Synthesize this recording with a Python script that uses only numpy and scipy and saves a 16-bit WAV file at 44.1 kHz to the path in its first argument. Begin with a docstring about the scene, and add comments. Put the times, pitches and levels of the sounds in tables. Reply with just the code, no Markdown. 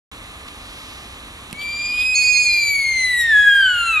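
"""A stag gives one long whistling call in open parkland: a harmonic series that swells, arches
and glides down an octave. A second vibration in the throat joins at the top of the arch and breaks
off; lower down, faint subharmonics split the voice, and turbulence makes it hoarse.
Two small clicks come just before the call, and reflection from trees returns a thin echo.
Soft hiss, rustles, a hollow rush and a rumble lie underneath."""
import sys
import numpy as np
from scipy import signal
from scipy.fft import rfft, irfft
from scipy.io import wavfile

SR = 44100
rng = np.random.default_rng(int(sys.argv[2]) if len(sys.argv) > 2 else 0)


def master_out(mix):
    """Clip the mix to full scale and print it as 16-bit PCM to the path in sys.argv[1]."""
    frames = np.transpose(np.atleast_2d(mix))
    ceiling = np.clip(frames, -1, 1)
    pcm = np.round(ceiling * 32767).astype(np.int16)
    wavfile.write(sys.argv[1], SR, pcm)


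N = 176400
TIME = np.arange(N) / SR
SIDES = np.array([[.5], [-.5]])  # splits a difference between left and right
CALL_START_S, SHIMMER_HZ = 1.53, 22.3


# Fundamental of the call: time_s, pitch_hz
WHISTLE_PITCH = [(1.54, 2212), (1.62, 2328), (1.8, 2386), (2.08, 2513), (2.22, 2479), (2.42, 2461),
                 (2.53, 2414), (2.7, 2300), (2.85, 2161), (3.03, 2046), (3.24, 1877), (3.31, 1781),
                 (3.35, 1687), (3.45, 1663), (3.59, 1603), (3.75, 1434), (3.91, 1338), (4.0, 1215)]
# Harmonic envelopes: time_s, first_db, second_db, third_db, higher_base_db
HARMONIC_LEVELS = [(1.572, -38, -64, -62, -70), (1.595, -29.5, -40.5, -48, -48),
                   (1.86, -25.0, -30.5, -37.5, -54), (1.92, -22.5, -32.5, -45.0, -46.5),
                   (2.06, -18, -32.5, -39, -39.5), (2.48, -16.5, -30, -34, -35.5),
                   (2.55, -17, -25, -39, -37), (2.68, -19.5, -29.5, -29.0, -34),
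                   (2.81, -19.5, -34.5, -39.5, -37), (3.0, -19.5, -26, -31.0, -40),
                   (3.15, -18.5, -30, -57, -35.5), (3.21, -18, -31, -43.0, -31),
                   (3.28, -17, -32.5, -45.5, -54.5), (3.35, -9.5, -29, -47, -44.5),
                   (3.51, -11.0, -24.5, -48.5, -46.5), (3.62, -14.0, -19, -40.5, -44),
                   (3.74, -21, -24.5, -43, -46), (3.87, -22.5, -22.5, -30, -38.5),
                   (4.0, -27.5, -14.5, -36.5, -47)]
# Envelope of the partials midway between harmonics: time_s, base_level_db
SUBHARMONIC_LEVEL = [(3.2, -70), (3.38, -39.5), (3.52, -41), (3.65, -51), (4.0, -48)]
# Throat response, shaping higher harmonics and subharmonics: frequency_hz, gain_db
THROAT_RESPONSE = [(3000, 0.5), (5000, -35), (5900, -15), (6600, -5), (7300, 3), (8200, -5.5),
                   (9000, -11.5), (9900, -2.5), (11400, -3.5), (12400, -17)]

def whistle(attack_s=.025):
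    """Periodic vibration gives harmonics; period doubling adds partials between them as the pitch falls."""
    hz, = in_time(WHISTLE_PITCH)
    first_db, second_db, third_db, higher_db = in_time(HARMONIC_LEVELS)
    subharmonic_db, = in_time(SUBHARMONIC_LEVEL)
    phase = phase_of(hz)
    overtone_dbs = [second_db, third_db]
    for k in range(4, 10):
        loss_db = 1.5 * (k % 2 == 0) + 1.5 * max(k - 5, 0)  # even and high harmonics are weaker
        overtone_dbs.append(higher_db + at_hz(THROAT_RESPONSE, k * hz) - loss_db)
    voice = partial(phase, 1, first_db)
    for k, db in enumerate(overtone_dbs, start=2):
        voice += partial(phase, k, db + 2.5 * drift(SHIMMER_HZ))
    for k in range(1, 8):
        db = subharmonic_db + at_hz(THROAT_RESPONSE, (k + .5) * hz) - 2.5 * (k - 1)
        voice += partial(phase, k + .5, db + 2 * drift(26))
    shimmer = from_db(.71 * drift(SHIMMER_HZ))
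    attack = np.clip((TIME - CALL_START_S) / attack_s, 0, 1)
    return voice * shimmer * attack


# Second voice in the throat: time_s, pitch_hz, octave_db, third_harmonic_db
SECOND_VOICE = [(2.142, 2042, -28, -56), (2.157, 2237, -22, -21), (2.205, 2194, -25, -30),
                (2.27, 2272, -26, -35), (2.315, 2186, -39, -33.5), (2.365, 2156, -22, -28),
                (2.42, 2206, -32.5, -36), (2.47, 2170, -27, -28.5), (2.505, 2068, -27.5, -51),
                (2.61, 2067, -34, -45), (2.71, 1974, -35, -53)]

def second_voice(fall_db=13.5):
    """Biphonation: an independent vibration adds its own harmonics, mostly strongest at the octave."""
    hz, octave_db, third_db = in_time(SECOND_VOICE)
    phase = phase_of(hz, roughness=.96)
    levels = [octave_db - fall_db, octave_db] + [third_db - fall_db * k for k in range(3)]
    voice = sum(partial(phase, k, db + 3 * drift(SHIMMER_HZ)) for k, db in enumerate(levels, start=1))
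    return gate(SECOND_VOICE) * voice


# Faint tone climbing as the call swells: time_s, pitch_hz, level_db
RISING_GLIDE = [(1.82, 2730, -68), (1.94, 3040, -42), (2.04, 3210, -47)]

def rising_tone():
    """Random frequency modulation makes a single climbing sinusoid unsteady."""
    hz, db = in_time(RISING_GLIDE)
    return gate(RISING_GLIDE) * partial(phase_of(hz, roughness=2.8), 1, db)


# Envelope of the hoarseness: time_s, level_db
RASP_LEVEL = [(1.59, -60), (1.615, -38), (1.65, -48), (1.96, -43.5), (2.025, -35.5), (2.08, -51),
              (2.9, -49), (3.3, -41), (3.42, -48), (4.0, -43)]
# Spectrum of its hiss: frequency_hz, relative_density_db
RASP_SPECTRUM = [(1000, -20), (2300, -6), (3200, 0), (4200, -3), (5200, -17), (12000, -17)]

def rasp(ring_ratio=1.4, ring_width_hz=600):
    """Turbulence in the throat gives broadband hiss and a narrow ring that glides above the whistle."""
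    db, = in_time(RASP_LEVEL)
    hz, = in_time(WHISTLE_PITCH)
    turbulence = lowpass(rng.standard_normal(N), ring_width_hz / 2)
    ring = unit_rms(turbulence * np.sin(phase_of(ring_ratio * hz)))
    envelope = (TIME > CALL_START_S) * from_db(db + drift(42))
    return envelope * (noise(RASP_SPECTRUM, correlation=.37) + from_db(-1) * ring)


# Single reflections from nearby trunks: delay_s, gain_db
TRUNK_REFLECTIONS = [(.023, -19), (.0585, -26), (.1175, -24)]

def tree_echo(voice, t60_s=1.05, tail_delay_s=.03, tail_db=-11):
    """Reflection from trees: a few discrete echoes and a diffuse tail that decays exponentially."""
    tail = rng.standard_normal((2, N)) * from_db(-60 * TIME / t60_s) * (TIME > tail_delay_s)
    tail /= np.sqrt(np.sum(tail ** 2, axis=1, keepdims=True))
    dulled = lowpass(voice, cutoff_hz=13200)
    early = sum(from_db(db) * np.pad(dulled, ((0, 0), (int(delay_s * SR), 0)))[:, :N]
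                for delay_s, db in TRUNK_REFLECTIONS)
    return early + from_db(tail_db) * signal.fftconvolve(dulled, tail, axes=1)[:, :N]


# Clicks before the call: start_s, level_db
CLICK_EVENTS = [(1.5114, -26), (1.5286, -14)]

def clicks(snap_hz=2640, thud_hz=185, decay_s=.0008):
    """Damped transients: each click is a noise burst with a woody snap and a small low thud."""
    out = np.zeros(N)
    for start_s, db in CLICK_EVENTS:
        age = np.maximum(TIME - start_s, 0)
        snap = np.sin(2 * np.pi * snap_hz * age)
        crack = .5 * (rng.standard_normal(N) + snap) * np.exp(-age / decay_s)
        thud = -from_db(-10) * np.sin(2 * np.pi * thud_hz * age) * np.exp(-age * thud_hz)
        out += (TIME >= start_s) * from_db(db) * (crack + thud)
    return out * from_db(-6 * SIDES)  # toward the right


# Soft rustles in the grass: centre_s, half_length_s, level_db
GRASS_RUSTLES = [(0.484, 0.0048, -36.5), (0.85, 0.31, -41)]
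# Spectra of the rustles and the steady hiss: frequency_hz, relative_density_db
GRASS_SPECTRUM = [(2800, 0.5), (5500, -7), (8500, -17)]
HISS_SPECTRUM = [(450, -0.5), (1400, 1), (2400, 4.5), (4000, 1.5), (4900, -12.5), (5800, -10), (8000, -7.5),
                 (10000, -8.5), (11600, -26), (12300, -27)]

def hiss_and_rustles(lag_samples=8):
    """Time and level differences place the noise to the right: the left side is later and weaker."""
    swells = sum(from_db(db) * np.exp(-((TIME - centre_s) / half_length_s) ** 2)
                 for centre_s, half_length_s, db in GRASS_RUSTLES)
    hiss = from_db(-38.5) * noise(HISS_SPECTRUM, correlation=.83)
    left, right = hiss + swells * noise(GRASS_SPECTRUM, correlation=.83)
    return np.array([from_db(-2) * np.roll(left, lag_samples), right])


# Envelope of the far-off rush, fading as the call peaks: time_s, level_db
RUSH_ENVELOPE = [(2.03, -45), (2.25, -106)]
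# Spectra of the rush and the rumble: frequency_hz, relative_density_db
RUSH_SPECTRUM = [(170, 4.5), (260, 14.5), (400, 2), (880, 2.5), (1190, 13.5), (1650, -13)]
RUMBLE_SPECTRUM = [(36, -7), (60, -4), (150, -17), (380, -24), (700, -44.5)]

def rush_and_rumble():
    """Spectral shaping: noise with two peaks sounds hollow, and noise weighted to the bass rumbles."""
    rush_db, = in_time(RUSH_ENVELOPE)
    rush = from_db(rush_db) * noise(RUSH_SPECTRUM, correlation=.96)
    return rush + from_db(-44) * noise(RUMBLE_SPECTRUM, correlation=1)


def from_db(db):
    """Decibels to amplitude ratio."""
    return 10 ** (np.asarray(db) / 20)


def unit_rms(x):
    """Normalisation to unit power."""
    return x / np.sqrt(np.mean(x ** 2) + 1e-20)


def lowpass(x, cutoff_hz):
    """Second-order attenuation above the cutoff."""
    return signal.sosfilt(signal.butter(2, cutoff_hz, fs=SR, output="sos"), x)


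def in_time(rows):
    """Linear interpolation of each column at every sample."""
    times, *columns = np.transpose(rows)
    return [np.interp(TIME, times, column) for column in columns]


def at_hz(spectrum, hz):
    """Interpolation of a spectrum on a log-frequency axis."""
    frequencies, db = np.transpose(spectrum)
    return np.interp(np.log(hz + 1e-9), np.log(frequencies), db)


def gate(rows, fade_s=.008):
    """A time window spanning a table, with short linear edges."""
    return np.clip(np.minimum(TIME - rows[0][0], rows[-1][0] - TIME) / fade_s + .5, 0, 1)


def drift(rate_hz):
    """Low-passed noise gives slow random modulation of unit spread."""
    pole = np.exp(-80 * np.pi * rate_hz / SR)  # one step per 40 samples
    slow = signal.lfilter([1], [1, -2 * pole, pole * pole], rng.standard_normal(N // 40 + 2002))[2000:]
    return np.interp(np.arange(N) / 40, np.arange(len(slow)), unit_rms(slow))


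def noise(spectrum, correlation):
    """Coloured noise of unit power; the mid-side balance sets the left-right correlation."""
    hz = np.fft.rfftfreq(N, 1 / SR)
    colour = from_db(at_hz(spectrum, hz)) * np.minimum(hz / spectrum[0][0], 1) ** 2
    mid, side = irfft(rfft(rng.standard_normal((2, N))) * colour, N)
    return unit_rms(np.sqrt(1 + correlation) * mid + np.sqrt(1 - correlation) * side * [[1], [-1]])


def phase_of(hz, roughness=1):
    """Phase is the integral of frequency, here with slight jitter."""
    return 2 * np.pi * np.cumsum(hz * (1 + .0013 * roughness * drift(30))) / SR


def partial(phase, multiple, rms_db, left_lead_s=.000016, wander_hz=10):
    """One sinusoid; drifting level and phase differences make it flutter between the sides."""
    gain = from_db(rms_db + SIDES * .7 * multiple * drift(wander_hz))
    lead_rad = left_lead_s * SR * np.gradient(phase) + .15 * drift(wander_hz)
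    return np.sqrt(2) * gain * np.sin(multiple * (phase + SIDES * lead_rad))


# Direction of the call's tones: time_s, left_minus_right_db
CALL_DIRECTION = [(1.6, 2.5), (2.3, -4.5), (2.7, 2.5), (3.4, 0.5), (4.0, 0.5)]

def scene():
    """Superposition of the stag, its echo, the clicks and the background."""
    pan_db, = in_time(CALL_DIRECTION)
    tones = whistle() + second_voice() + rising_tone()
    stag = tones * from_db(pan_db * SIDES) + rasp()
    return stag + tree_echo(stag) + clicks() + hiss_and_rustles() + rush_and_rumble()


def record(dry, opening_s=.115, stopband_hz=13900):
    """Gating and band limiting: a moment of silence opens the sound, and the top treble is cut."""
    treble_cut = signal.cheby2(16, 70, stopband_hz, fs=SR, output="sos")
    return signal.sosfilt(treble_cut, dry * (TIME > opening_s))


dry = scene()
out = record(dry)
master_out(out)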